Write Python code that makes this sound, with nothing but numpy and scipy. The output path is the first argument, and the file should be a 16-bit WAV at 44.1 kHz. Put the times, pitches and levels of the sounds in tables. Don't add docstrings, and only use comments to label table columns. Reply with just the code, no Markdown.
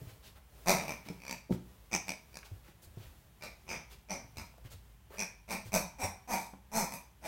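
import sys
import numpy as np
from scipy import signal
from scipy.fft import rfft, irfft, next_fast_len
from scipy.io import wavfile
from scipy.ndimage import uniform_filter1d, map_coordinates

SR = 44100
rng = np.random.default_rng(int(sys.argv[2]) if len(sys.argv) > 2 else 0)


def wav_record(signal):
    frames = np.transpose(np.atleast_2d(signal))
    bounded = np.clip(frames, -1, 1)
    quanta = np.round(bounded * 32767).astype(np.int16)
    wavfile.write(sys.argv[1], SR, quanta)


N = 320607

# (frequency [Hz], level [dB])
RUBBING_TONE = [(150, 3.5), (500, 7), (1500, -2.5), (3500, -5), (6000, -7.5), (10000, -8.5), (16000, -4)]


def amp(db):
    return 10 ** (np.asarray(db) / 20)


def unit(x):
    return x / np.sqrt(np.mean(x ** 2) + 1e-20)


def unit_energy(x):
    return x / (np.linalg.norm(x) + 1e-20)


def at(curve, s):
    return np.interp(s, *np.transpose(curve))


def along(points, hz):
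    frequencies, values = np.transpose(points)
    return np.interp(np.log(hz + 1), np.log(frequencies + 1), values)


def bump(hz, centre_hz, width):
    return np.exp(-(np.log((hz + 1) / centre_hz) / width) ** 2)


def add(track, s, x):
    i = max(round(s * SR), 0)
    track[i:i + len(x)] += x[:max(len(track) - i, 0)]


def filtered(x, response):
    size = next_fast_len(N + SR // 2)
    return irfft(rfft(x, size) * response(np.fft.rfftfreq(size, 1 / SR)), size)[:N]


def noise(tone):
    return unit(filtered(rng.standard_normal(N), lambda hz: amp(along(tone, hz))))


def impulse(tone_db, size=2048):
    cepstrum = irfft(np.log(amp(tone_db(np.fft.rfftfreq(size, 1 / SR)))))
    cepstrum[1:size // 2] *= 2
    cepstrum[size // 2 + 1:] = 0
    return unit_energy(irfft(np.exp(rfft(cepstrum))))


def room_hum():
    # (frequency [Hz], level [dB])
    hum = [(59, -39), (100, -1), (170, -9.5), (206, -10.5), (260, -21), (415, -21.5), (481, -31),
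           (836, -21.5), (1250, -26), (3190, -29), (4380, -37), (13200, -36.5), (16000, -37.5)]
    rumble = [(20, -39), (35, -25), (50, 7.5), (62, 5.5), (80, -5.5), (110, -15.5), (200, -41.5)]
    return amp(-65.5) * noise(hum) + amp(-60.5) * noise(rumble)


def wall_echoes(x, early_db=7, early_fade_s=0.3, gap_s=.004):
    # (frequency [Hz], time to fade by 60 dB [s])
    fade_times = [(150, 0.52), (500, 0.21), (1000, 0.61), (2500, 0.44), (6000, 0.41), (14000, 0.19)]
    out, hop = np.zeros(N), SR // 4
    for i in range(0, N, hop):
        hz, t, bands = signal.stft(rng.standard_normal(SR), SR, nperseg=256)
        decay = amp(-60 * t / along(fade_times, hz)[:, None]) + amp(early_db - 60 * t / early_fade_s)
        tail = signal.istft(bands * decay, SR, nperseg=256)[1]
        start = max(i - hop, 0)
        piece = x[start:i + hop]
        blend = np.cos(np.pi / 2 * (start + np.arange(len(piece)) - i) / hop)
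        add(out, start / SR + gap_s, signal.fftconvolve(piece * blend, unit_energy(tail)))
    return out


def fur(flicker_db=3, flickers_per_s=9):
    # (time [s], level [dB])
    motion = [(0, -58), (.35, -72), (.5, -67.5), (1.0, -58.5), (1.4, -72.5), (1.8, -65), (2.5, -67.5),
              (3.1, -65.5), (3.35, -68.5), (4.05, -72), (4.75, -68.5), (5.0, -70), (5.4, -72), (7.2, -74)]
    random_points = rng.standard_normal(int(N * flickers_per_s / SR) + 4)
    flicker = map_coordinates(random_points, [np.arange(N) * flickers_per_s / SR])
    return amp(at(motion, np.arange(N) / SR)) * unit(amp(flicker_db * flicker) * noise(RUBBING_TONE))


def scuffs(grain_db=1.0):
    # (time [s], length [s], level [dB], centre frequency [Hz])
    strokes = [(0.065, 0.064, -59.5, 2980), (0.22, 0.092, -56, 3800), (0.349, 0.046, -59.5, 1460),
               (1.046, 0.042, -56, 2500), (1.498, 0.069, -55, 4830), (2.439, 0.042, -56.5, 4170),
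               (2.619, 0.12, -61.5, 1800), (2.813, 0.053, -57, 8000), (2.958, 0.15, -60.5, 2800),
               (3.894, 0.064, -55.5, 3670), (4.638, 0.047, -58, 2200), (4.698, 0.052, -54, 5500),
               (5.092, 0.11, -54.5, 1200), (5.643, 0.059, -56, 4940)]
    out = np.zeros(N)
    for s, length, db, centre_hz in strokes:
        ring = impulse(lambda hz: along(RUBBING_TONE, hz) + 9 * bump(hz, centre_hz, width=1.0))
        swell = np.sqrt(np.abs(np.hanning(round(length * SR))))
        add(out, s, amp(db) * signal.fftconvolve(swell * rng.standard_normal(len(swell)), ring))
    grain = unit(uniform_filter1d(rng.standard_normal(N), size=120))
    return out * unit(amp(grain_db * grain))


def mouth_clicks(fade_s=0.021):
    # (time [s], peak level [dB], centre frequency [Hz])
    clicks = [(1.524, -39, 1470), (2.43, -42, 1780), (2.466, -52, 880), (4.54, -51, 780),
              (4.58, -49.5, 520), (5.105, -47.5, 440), (5.14, -48.5, 470), (6.536, -44, 794)]
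    out, t = np.zeros(N), np.arange(SR // 10) / SR
    for s, db, centre_hz in clicks:
        ring = impulse(lambda hz: 36 * bump(hz, centre_hz, width=0.97))
        click = signal.fftconvolve(rng.standard_normal(len(t)) * amp(-60 * t / fade_s), ring)
        add(out, s, amp(db) * click / np.abs(click).max())
    return out


def thuds(attack_s=0.0017, fade_cycles=14, soft_thump_hz=102.6):
    # (time [s], peak level [dB], thump pitch [Hz])
    blows = [(0.016, -38.5, 129), (0.071, -40.5, 108), (1.061, -44.5, 217), (1.1, -36, 174),
             (1.495, -33, 428), (1.507, -20, 183), (1.52, -31, 121), (2.514, -39, 94), (2.685, -51.5, 200),
             (2.87, -49, 81), (2.971, -36, 117), (3.068, -47.5, 72.4), (4.243, -45.5, 113),
             (4.37, -41.5, 87.3), (4.649, -41.5, 108.5), (4.741, -45.5, 89), (5.656, -40.5, 112),
             (5.69, -43, 76), (6.033, -37.5, 92), (6.533, -42.5, 189)]
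    # (frequency [Hz], level [dB], time to fade by 60 dB [s])
    floor_notes = [(279.3, -2.5, 0.15), (360, -0.5, 0.056), (488, 2, 0.027), (633, 0.5, 0.025),
                   (762, -14.5, 0.084), (885, -17, 0.044)]
    out, t = np.zeros(N), np.arange(SR // 3) / SR
    for s, db, thump_hz in blows:
        thump = amp(-60 * t * thump_hz / fade_cycles) * np.sin(2 * np.pi * thump_hz * t)
        knock = np.zeros(len(t))
        for hz, note_db, fade_s in floor_notes:
            decay = amp(note_db + rng.normal(0, 2.8) - 60 * t / fade_s)
            note_hz = hz * rng.normal(1, 0.023)
            knock += decay * np.sin(2 * np.pi * note_hz * t + rng.uniform(0, 2 * np.pi))
        knock_db = -17.5 + 9 * np.log2(thump_hz / soft_thump_hz)
        blow = (thump + amp(knock_db) * knock) * (1 - np.exp(-t / attack_s))
        add(out, s, amp(db) * blow / np.abs(blow).max())
    return out


def bite_pressure_db(progress, crest, rise_db=18, fall_db=9, roundness=1.54):
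    before = np.maximum(crest - progress, 0) / (crest + 1e-9)
    after = np.maximum(progress - crest, 0) / (1 - crest + 1e-9)
    return -rise_db * before ** roundness - fall_db * after ** roundness


def reed_slaps(length, cycles, slowing, crest, back_db, hurry=.14, jitter_s=.00012, scatter_db=1.08):
    progress = np.linspace(0, 1, 2 * round(cycles) + 1)
    shift = progress * (1 - progress) * (hurry * (1 - 2 * progress) - slowing)
    times = length * (progress + shift) + jitter_s * rng.standard_normal(len(progress))
    db = bite_pressure_db(progress, crest) + scatter_db * rng.standard_normal(len(progress))
    db[1::2] += min(back_db, 0)
    return np.maximum(times, 0), db


def air_pulses(times, db, hiss_share, puff_s):
    slaps = np.bincount(np.round(times * SR).astype(int), amp(db), round(times.max() * SR) + SR // 20)
    age = np.arange(SR // 50) / SR / puff_s
    puffs = signal.fftconvolve(slaps, unit_energy(age * np.exp(-age)))[:len(slaps)]
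    hiss = puffs * rng.standard_normal(len(slaps))
    return np.sqrt(1 - hiss_share) * slaps + np.sqrt(hiss_share) * hiss


def belly_ring(mouth_hz, mouth_db):
    # (frequency [Hz], level [dB])
    tone = [(50, -9.5), (110, -3.5), (185, 5), (270, -1.5), (400, -7), (580, 0.5), (800, -2), (950, 1.5),
            (1100, -5), (1350, -7), (1650, -10.5), (2000, -5), (3000, -30.5), (6000, -70.5)]
    return impulse(lambda hz: along(tone, hz) + mouth_db * bump(hz, mouth_hz, width=.17))


def tube_ring(pitch_hz=2431, scatter=0.0093):
    # (multiple of the tube's pitch, width [Hz], level [dB])
    notes = [(.97, 228, 14.5), (1.04, 285, 6.5)]
    t = np.arange(SR // 30) / SR
    tube_hz = pitch_hz * (1 + scatter * rng.standard_normal())
    ring = np.zeros(len(t))
    for k, (ratio, width_hz, db) in enumerate(notes):
        decay = amp(db) * np.exp(-np.pi * width_hz * t)
        ring += (-1) ** k * decay * np.sin(2 * np.pi * tube_hz * ratio * t)
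    return unit_energy(ring)


def rasp_ring(s, reed_hz, ring_db=4, ripple_db=2.15, ripple_hz=330):
    # (frequency [Hz], level [dB])
    tone = [(800, -8), (1800, -5), (3000, -19.5), (3600, -6), (4200, -6), (4900, -2.5), (6100, 1.5),
            (7000, -8.5), (8000, -4.5), (9400, -6.5), (10300, -15), (11300, -7.5), (12600, -7.5),
            (14000, -17), (16000, -11.5)]
    # (time [s], boost [dB])
    treble = [(.7, 1), (1.25, -3), (1.949, -3), (4.4, -2.5), (5.2, -4), (5.5, 2), (5.75, 3), (6.8, 7.5),
              (7.25, 4)]

    def tone_db(hz):
        treble_db = along([(5500, 0), (9500, at(treble, s))], hz)
        grip_db = ripple_db * map_coordinates(rng.standard_normal(100), [hz / ripple_hz], mode="nearest")
        return along(tone, hz) + ring_db * bump(hz, reed_hz, width=0.17) + treble_db + grip_db
    return impulse(tone_db)


def toy_grunts(usual_flap_hz=87.9, usual_bite_db=-29.5, reed_hz_per_db=97, snap=0.22):
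    # (start [s], end [s], reed cycles, slowing [0-1], level [dB],
    # place of the crest [0-1], rasp level [dB], mouth resonance [Hz])
    bites = [(0.66, 0.7495, 8, 0, -21, 0.3, 2.5, 685), (0.769, 0.852, 6, 0.01, -32, 0, -6, 660),
             (0.868, 0.937, 5, 0.15, -30.5, 0.26, -7, 710), (1.071, 1.102, 2, 0, -38, 0.5, -3.5, 550),
             (1.202, 1.344, 9, 0, -31.5, 0.96, -3.5, 696), (1.914, 1.976, 6, 0.37, -24.5, 0.65, -1, 780),
             (2.072, 2.136, 5, 0.38, -29.5, 0.35, -2, 790), (2.33, 2.388, 4, 0.24, -39, 0.84, 1, 520),
             (3.41, 3.468, 4, 0.19, -32.5, 0.36, -4, 550), (3.668, 3.758, 7, 0.22, -31, 0.49, -5.5, 575),
             (4.087, 4.154, 6, 0.24, -31.5, 0.4, -2.5, 670), (4.359, 4.415, 4, 0.28, -35, 0.38, 0.5, 784),
             (5.173, 5.245, 7, 0.11, -29, 0.37, 0, 1140), (5.48, 5.549, 7, 0.15, -30, .58, -1.5, 600),
             (5.72, 5.774, 5, 0.13, -22, 0.57, 2.5, 664), (5.985, 6.057, 8, 0.29, -31, 0.82, 2.5, 850),
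             (6.276, 6.369, 10, 0.24, -30.5, 0.69, 2, 835), (6.382, 6.466, 5, 0.1, -40.5, 0, 18, 870),
             (6.717, 6.845, 13, 0.15, -29, 0.47, 6, 815), (6.861, 6.955, 6, 0.03, -34, 0.93, 5.5, 970),
             (7.216, 7.265, 4, 0.03, -35.5, 0.91, -0.5, 770)]
    # (time [s], looseness [0 clamped in the jaws, 1 loose on the floor])
    looseness = [(.7, 0.92), (.85, 0.49), (1.08, 0.54), (1.3, 0.076), (2.1, .05), (3.7, 0.18), (4.4, 0.42),
                 (5.2, 0.038), (5.75, 0.61), (6.02, 0.75), (6.8, 1), (7.25, 0.79)]
    # (time [s], room over direct [dB])
    shade = [(.7, -3), (1.07, -3), (1.3, -4.5), (2.35, -8), (3.702, 4.5), (4.1, 1.5), (5.2, -4), (5.5, 1),
             (5.998, 0), (6.85, -0.5), (7.25, 9.5)]
    direct, to_walls = np.zeros(N), np.zeros(N)
    for s, end_s, cycles, slowing, level_db, crest, rasp_db, mouth_hz in bites:
        length, middle_s = end_s - s, (s + end_s) / 2
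        loose, room_db = at(looseness, middle_s), at(shade, middle_s)
        speed = np.log2(round(cycles) / length / usual_flap_hz)
        back_db = -16 + 33 * speed + 11.5 * loose
        belly_db = 11.5 + 4 * speed + 11.5 * loose
        tube_db = 16 - 0.8 * loose
        reed_hz = 5510 + 1100 * speed + reed_hz_per_db * (level_db - usual_bite_db)
        belly = belly_ring(mouth_hz, mouth_db=0.5 + 6.5 * speed + 6 * loose)
        tube = tube_ring()
        times, db = reed_slaps(length, cycles, slowing, crest, back_db)
        db += level_db - 20 * np.log10(np.hypot(1, amp(rasp_db)))
        bright_db = snap * (db - db.max())
        bright_db[1::2] -= 2.5
        rasp = rasp_ring(middle_s, reed_hz)
        belly_air = air_pulses(times, db, hiss_share=0.18, puff_s=0.0016)
        tube_air = air_pulses(times, db, hiss_share=0.51, puff_s=0.00074)
        rasp_air = air_pulses(times, db + bright_db, hiss_share=0.87, puff_s=0.00084)
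        parts = [(belly, belly_air, belly_db, room_db),
                 (tube, tube_air, tube_db, room_db),
                 (rasp, rasp_air, 17.5 + rasp_db, room_db - 0.5)]
        for ring, air, gain_db, walls_db in parts:
            sound = amp(gain_db) * signal.fftconvolve(air, ring)
            add(direct, s, sound * amp(-walls_db / 2))
            add(to_walls, s, sound * amp(walls_db / 2))
    return direct, to_walls


def scene():
    grunts, grunts_to_walls = toy_grunts()
    movements = thuds() + mouth_clicks() + scuffs() + fur()
    echoes = wall_echoes(amp(1.0) * grunts_to_walls + amp(-4.5) * movements)
    return (grunts + movements + echoes + room_hum())[None]


def record(dry, top_hz=16000):
    return np.array([filtered(channel, lambda hz: hz < top_hz) for channel in dry])


dry = scene()
out = record(dry)
wav_record(out)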